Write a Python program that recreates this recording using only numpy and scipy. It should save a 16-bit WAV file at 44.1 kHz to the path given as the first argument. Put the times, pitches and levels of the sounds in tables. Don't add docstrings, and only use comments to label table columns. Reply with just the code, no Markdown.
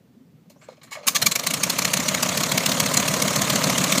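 import sys
import numpy as np
from scipy import signal
from scipy.fft import rfft, irfft
from scipy.io import wavfile
from scipy.ndimage import uniform_filter1d

SR = 44100
rng = np.random.default_rng(int(sys.argv[2]) if len(sys.argv) > 2 else 0)


def volts_from_db(level):
    exponent = np.asarray(level, float) / 20
    return 10 ** exponent


def store_pcm(level_fs):
    pcm = np.round(np.clip(level_fs, -1, 1) * 32767).astype(np.int16)
    wavfile.write(sys.argv[1], SR, np.atleast_2d(pcm).T)


N = 176400

# f/Hz, density/dB (relative)
AIR = [(18, -64), (30, -30), (160, 0), (256, -2.5), (315, -14), (379, -9), (897, -24), (7080, -36),
       (9940, -41), (15500, -35)]
AIR_DB = -56.5
# t/s (10 ms after the onset), level/dB, f/Hz (middle of a small upward glide)
FAR_THROBS = [(0.051, -54, 162), (0.099, -48, 251), (0.168, -44, 223), (0.209, -44, 247), (0.288, -50, 154),
              (0.345, -44, 140), (0.379, -52, 153), (0.418, -50, 170), (0.476, -44, 182), (0.54, -53, 248),
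              (0.6, -51, 134), (0.699, -71.5, 207), (0.759, -60, 156), (0.813, -56, 155), (0.869, -53, 122),
              (0.949, -49, 133), (0.999, -55, 148)]
THROB_S = .035

# t/s, level/dB, f/Hz
KNOCKS = [(0.5, -43.5, 574), (0.559, -43, 570), (0.621, -45, 635), (0.685, -30.5, 522), (0.719, -38.5, 487),
          (0.775, -47, 620), (0.839, -46, 654), (0.914, -33, 1120), (0.952, -41, 540), (0.969, -32, 625),
          (0.985, -33, 580), (1.009, -36, 590), (1.031, -34, 584), (1.044, -37, 565)]
KNOCK_RISE_S, KNOCK_T60_S, KNOCK_RATTLE_DB = .005, .06, -7
# t/s, f/Hz, level/dB
SQUEAK = [(.55, 5200, -78), (0.581, 6200, -68), (.605, 7400, -64), (.65, 7500, -54), (.68, 7500, -83)]

# t/s of the peak, level/dB
CATCH = [(1.082, -11.5), (1.1604, -13.5), (1.2253, -15), (1.2678, -11.5), (1.3201, -18), (1.3598, -16),
         (1.3967, -22.5), (1.4397, -27)]
# t/s of the peak, level/dB
NEAR_POPS = [(1.471, -14.0), (1.5422, -16), (1.638, -12), (1.7017, -13.5), (1.7902, -14.5), (1.852, -14.5),
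             (1.9391, -13.5), (2.0027, -20), (2.0878, -14.5), (2.1477, -16.5), (2.2313, -14.5),
             (2.2925, -18.5), (2.3769, -16), (2.4371, -17.5), (2.5202, -16.2), (2.5795, -15), (2.6634, -13),
             (2.7206, -16.5), (2.8031, -13.5), (2.8636, -19), (2.943, -16.5), (3.0017, -20), (3.0836, -16),
             (3.141, -18.5), (3.2237, -15.8), (3.281, -19.5), (3.3626, -17), (3.4193, -17), (3.5023, -14.5),
             (3.5599, -16.5), (3.6422, -17), (3.701, -17.5), (3.7826, -16.5), (3.8425, -16.5),
             (3.9249, -13.5), (3.9812, -15.5)]
IDLE_STEP_S = 0.03

# t/s, thump level/dB, roar level/dB, hiss level/dB
POWER = [(1.061, -56, -40, -47), (1.086, -31, -50, -60), (1.13, -33, -40, -53), (1.2, -28, -37.5, -39.5),
         (1.265, -21.5, -38.5, -39), (1.33, -37, -41.5, -41.5), (1.5, -28, -39, -33.5),
         (1.8, -26.5, -36, -31), (2.3, -24, -33, -29), (3., -22, -30.5, -27.5), (3.6, -20, -29.5, -27),
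         (4., -20, -30.5, -25)]
# f/Hz, density/dB (relative)
RUMBLE = [(40, -50), (70, -26), (110, -2), (178, -11.5), (280, -1), (350, -29), (450, -42), (600, -90)]
RUMBLE_DB = -15
# f/Hz, density/dB (relative)
ROAR = [(200, -48), (340, -12), (372, -12), (538, 1.5), (634, 3), (840, -20.5), (967, -3), (1250, -8.5),
        (1420, -11.5), (2000, -11.5), (2600, -46), (4400, -120)]
# f/Hz, density/dB (relative)
HISS = [(710, -11), (1200, -1.5), (1440, -10), (2290, -5.5), (2540, -10), (4220, -6.5), (5000, -11),
        (6650, -5), (9930, -16), (15000, -19.5)]
TICKS_PER_S, TICK_DB, TICK_SPREAD_DB = 500, -6, 3.34

# half-length/s, start f/Hz, end f/Hz, level/dB (relative to thump level)
THUMPS = [(0.01543, 213, 161, -1.5), (0.0184, 111.6, 217, 0), (0.00914, 238, 308, -4.5),
          (.008, 213, 240, 2), (0.00852, 178, 183, -2), (0.01933, 110.7, 226, -3.5),
          (0.01076, 246, 272, -8), (0.0161, 135, 172, -5), (0.01214, 212.5, 274, -5.5),
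          (0.00708, 1170, 1170, -9.5), (0.01104, 572, 690, -5.5), (.011, 612, 780, -9),
          (0.01094, 533, 563, -16), (0.0083, 631, 507, -14)]
THUMP_PLACES = [.3, .93, 1.3, 1.9, 2.37, 3., 3.5, 4.25, 4.8, 0., 1.1, 1.95, 3.1, 4.05]
THUMP_SPREAD_DB, THUMP_JITTER_S = 1.5, .0002

# t/s of the centre, half-length/s, f/Hz, level/dB
BANGS = [(.925, .014, 1150, -41), (.93, .018, 2215, -34), (.93, .014, 4150, -50), (.92, .01, 6900, -44),
         (1.075, .014, 248, -32), (1.085, 0.013, 1100, -22.5), (1.163, .016, 1180, -23.5),
         (1.165, 0.012, 1730, -24), (1.215, 0.013, 230, -36), (1.262, 0.01185, 259, -25),
         (1.268, 0.0092, 2320, -13.5), (1.226, .01, 4200, -16.5)]

# place/steps in the five-step cycle, cold level/dB, warm level/dB, spread/dB
FAR_STACKS = [(1.078, -22.5, -32, 7.5), (2.978, -31, -30.5, 3.5), (4.1, -40.5, -43, -1.5)]
# start t/s, level/dB, rise/s, decay/s, treble tilt/dB per octave
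WHEEZES = [(.497, -51, 0.0027, 0.02, 3), (.611, -52, 0.0044, 0.063, -10.5), (0.683, -52, 0.0023, 0.046, -7),
           (0.727, -53, 0.0016, .008, -10), (0.767, -58, .003, 0.018, -12), (.813, -50, 0.0037, 0.023, -13),
           (.831, -45.5, 0.0025, 0.023, 2), (0.871, -53, 0.0037, 0.026, -18),
           (.906, -33.5, 0.025, 0.021, -3), (.952, -33.5, 0.0014, 0.017, -20),
           (0.973, -48.5, 0.0068, 0.082, -11), (1.028, -47, .004, 0.073, -11)]
WHEEZE_RING = 1.1
# f/Hz, density/dB (relative)
PUFF = [(290, -44), (500, -14), (1140, -8.5), (1450, -8), (2230, -0.5), (2570, -2), (6480, -6.5),
        (9510, -12.5), (11300, -13), (15000, -15)]
# f/Hz, width/Hz, boost/dB
STACK = [(1150, 280, 9), (2225, 83, 4.5), (2840, 67, 1), (4200, 137, 8.5), (6760, 2100, 5)]
# level/dB added at the top resonance, treble tilt/dB per octave
COLOUR = [(1.5, 2), (3, 1), (3, 1), (0, -0.5), (-8.5, -1.5)]
RING_SPREAD_DB, LUMPS_DB = 1.5, 2.5
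CRACKLE_DB = 2
COLD_TILT_DB, WARM_S = 3., 0.5
SLOW_POWER, SLOW_MAX = 0.85, 2.1
RISE_S, RISE_POWER, FALL_S, JUMP = .0065, 1.1, .0028, 0.071
TAIL_S, TAIL_DB = .011, -9
TREBLE_HZ, TREBLE_JUMP, TREBLE_LEAD = 8300, 0.24, 0.67

EDGE_HZ = 15450


def evened(x):
    return x / np.sqrt(np.mean(x ** 2, -1, keepdims=True) + 1e-20)


def read(points, hz):
    f, value = np.transpose(points)
    return np.interp(np.log(hz + 1), np.log(f + 1), value)


def add(mix, s, sound):
    at = max(round(s * SR), 0)
    part = mix[at:at + len(sound)]
    part += sound[:len(part)]


def noise(spectrum, patchy_db, size=512):
    hop = size // 4
    a, b, patch = rng.standard_normal((N // hop + 5, size // 2 + 1, 3)).T
    patch = uniform_filter1d(uniform_filter1d(patch, size=6, axis=0), size=5, axis=1)
    level_db = read(spectrum, np.fft.rfftfreq(size, 1 / SR))[:, None] + patchy_db * patch / patch.std()
    z = (a + 1j * b) * volts_from_db(level_db)
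    return evened(signal.istft(z, nperseg=size, noverlap=size - hop)[1][:N])


def burst(half_s, start_hz, end_hz):
    u = np.arange(0, 2 * half_s, 1 / SR) / (2 * half_s)
    phase = 2 * np.pi * np.cumsum(start_hz + (end_hz - start_hz) * u) / SR
    return np.sin(np.pi * u) ** 2 * np.sin(phase)


def field():
    out = volts_from_db(AIR_DB) * noise(AIR, 0.84, size=1024)
    for at, db, hz in FAR_THROBS:
        add(out, at - .01, volts_from_db(db) * burst(THROB_S / 2, hz * 0.93, hz * 1.1))
    return out


def knocks():
    out, t = np.zeros(N), np.arange(6000) / SR
    band = signal.butter(2, [430, 950], "band", fs=SR, output="sos")
    for at, db, hz in KNOCKS:
        rattle = evened(signal.sosfilt(band, rng.standard_normal(len(t))))
        main = np.sin(2 * np.pi * hz * t)
        second = .5 * np.sin(2 * np.pi * (hz * rng.uniform(0.78, 1.25) * t + rng.random()))
        ring = main + second + volts_from_db(KNOCK_RATTLE_DB) * rattle
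        add(out, at, volts_from_db(db - 60 * t / KNOCK_T60_S) * np.minimum(t / KNOCK_RISE_S, 1) * ring)
    return out


def squeak():
    s, hz, db = np.transpose(SQUEAK)
    t = np.arange(N) / SR
    waver = evened(signal.lfilter([.02], [1, -.98], rng.standard_normal(N)))
    tone = np.sin(2 * np.pi * np.cumsum(np.interp(t, s, hz)) / SR)
    return volts_from_db(np.interp(t, s, db, -200, -200)) * waver * tone


def power(column, t):
    rows = np.transpose(POWER)
    return volts_from_db(np.interp(t, rows[0], rows[column]))


def crank():
    k = np.arange(len(NEAR_POPS) + 2)
    steps = np.r_[np.arange(len(CATCH)) - len(CATCH), 5 * (k // 2) + 2 * (k % 2)]
    s = np.array([row[0] for row in CATCH + NEAR_POPS])
    return steps, np.r_[s, s[-2:] + 5 * IDLE_STEP_S]


def ticks():
    size_db = TICK_SPREAD_DB * np.minimum(rng.exponential(1, N), 4)
    size = volts_from_db(size_db) * (rng.random(N) < TICKS_PER_S / SR)
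    t, which = np.arange(150) / SR, rng.integers(0, len(STACK), N)
    out = np.zeros(N)
    for k, (hz, _, _) in enumerate(STACK):
        click = np.exp(-t / 0.00055) * np.sin(2 * np.pi * hz * t)
        out += signal.oaconvolve(size * (which == k), click)[:N]
    return evened(out)


def rush():
    t = np.arange(N) / SR
    steps, s = crank()
    beat = np.cos(2 * np.pi * (np.interp(t, s, steps) - .1))
    rumble = power(1, t) * volts_from_db(RUMBLE_DB) * noise(RUMBLE, 0.63, size=1024)
    roar = power(2, t) * volts_from_db(2.15 * beat) * noise(ROAR, 1.4)
    hiss = power(3, t) * volts_from_db(2.34 * beat) * (noise(HISS, 3.2) + volts_from_db(TICK_DB) * ticks())
    return (rumble + roar + hiss) * (t > POWER[0][0])


def thumps():
    steps, s = crank()
    keep = (steps < 0) | (steps % 5 == 0)
    out, luck = np.zeros(N), rng.standard_normal((21, len(THUMPS), 2))
    for turn in range(21):
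        for place, (half_s, start_hz, end_hz, db), (a, b) in zip(THUMP_PLACES, THUMPS, luck[turn]):
            step = 5 * (turn - 2) + place
            if step >= steps[0] - .5:
                t = np.interp(step, steps[keep], s[keep]) + THUMP_JITTER_S * b
                gain = power(1, t) * volts_from_db(db + THUMP_SPREAD_DB * a)
                add(out, t - half_s, gain * burst(half_s, start_hz, end_hz))
    return out


def bangs():
    out = np.zeros(N)
    for at, half_s, hz, db in BANGS:
        add(out, at - half_s, volts_from_db(db) * burst(half_s, hz, hz))
    return out


def gas(cylinder, tilt_db, ring=1, size=8192):
    hz = np.fft.rfftfreq(size, 1 / SR)
    f, width, db = np.transpose(STACK)
    top_db, own_tilt_db = COLOUR[cylinder]
    db = ring * db + RING_SPREAD_DB * rng.standard_normal(len(f)) + top_db * (f == f.max())
    bumps = 1 / (1 + (2 * (hz - f[:, None]) / width[:, None]) ** 2)
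    uneven = uniform_filter1d(uniform_filter1d(rng.standard_normal(len(hz)), size=60), size=60)
    tilt = (own_tilt_db + tilt_db) * np.log2(1 + hz / 3000)
    colour = read(PUFF, hz) + LUMPS_DB * evened(uneven) + db @ bumps + tilt
    rough = volts_from_db(CRACKLE_DB * evened(uniform_filter1d(rng.standard_normal(size), size=30)))
    return rough * evened(irfft(rfft(rng.standard_normal(size)) * volts_from_db(colour)))


def wheezes():
    out, t = np.zeros(N), np.arange(8192) / SR
    for at, db, rise, decay, tilt_db in WHEEZES:
        shape = np.minimum(t / rise, 1) * np.exp(-np.maximum(t - rise, 0) / decay)
        add(out, at, volts_from_db(db) * shape * gas(0, tilt_db, WHEEZE_RING))
    return out


def puffs():
    steps, s = crank()
    gap = np.gradient(s) / np.gradient(steps)
    rows = [(*row, k % 5) for row, k in zip(CATCH + NEAR_POPS, steps)]
    luck = rng.standard_normal((18, len(FAR_STACKS)))
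    for turn in range(18):
        warm = turn / 17
        for (place, cold_db, warm_db, spread_db), z in zip(FAR_STACKS, luck[turn]):
            at = np.interp(5 * turn + place, steps, s)
            rows.append((at, cold_db + (warm_db - cold_db) * warm + spread_db * z, round(place)))
    out, t = np.zeros(N), np.arange(8192) / SR
    treble_cut = 1 + (TREBLE_HZ / np.fft.rfftfreq(len(t), 1 / SR).clip(1)) ** 6
    for at, db, cylinder in rows:
        slow = min((np.interp(at, s, gap) / IDLE_STEP_S) ** SLOW_POWER, SLOW_MAX)
        u = np.maximum(t / slow - RISE_S, 0)
        tail = volts_from_db(TAIL_DB) * (np.exp(-u / TAIL_S) - np.exp(-u / FALL_S))
        fall = np.exp(-(u / FALL_S) ** 2 / 2) + tail
        rise = np.minimum(t / slow / RISE_S, 1) ** RISE_POWER
        early_rise = np.minimum(t / slow / (RISE_S * TREBLE_LEAD), 1)
        shape = (JUMP + (1 - JUMP) * rise) * fall
        early = (TREBLE_JUMP + (1 - TREBLE_JUMP) * early_rise) * fall
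        jet = gas(cylinder, COLD_TILT_DB * np.exp(-(at - s[0]) / WARM_S))
        treble = irfft(rfft(jet) / treble_cut)
        add(out, at - RISE_S * slow, volts_from_db(db) * (shape * (jet - treble) + early * treble))
    return out


def scene():
    background = field() + knocks() + squeak()
    engine = rush() + thumps() + bangs() + wheezes() + puffs()
    return (background + engine)[None]


def top_cut(x):
    return signal.sosfilt(signal.butter(12, 16460, fs=SR, output="sos"), x)


def record(dry):
    rounded = np.tanh(dry)
    cut = signal.sosfilt(signal.butter(4, 72, "high", fs=SR, output="sos"), rounded)
    edge = signal.firwin(301, EDGE_HZ, window=("kaiser", 6), fs=SR)
    mix = signal.oaconvolve(cut, edge[None], "same")
    return top_cut(mix)


dry = scene()
out = record(dry)
store_pcm(out)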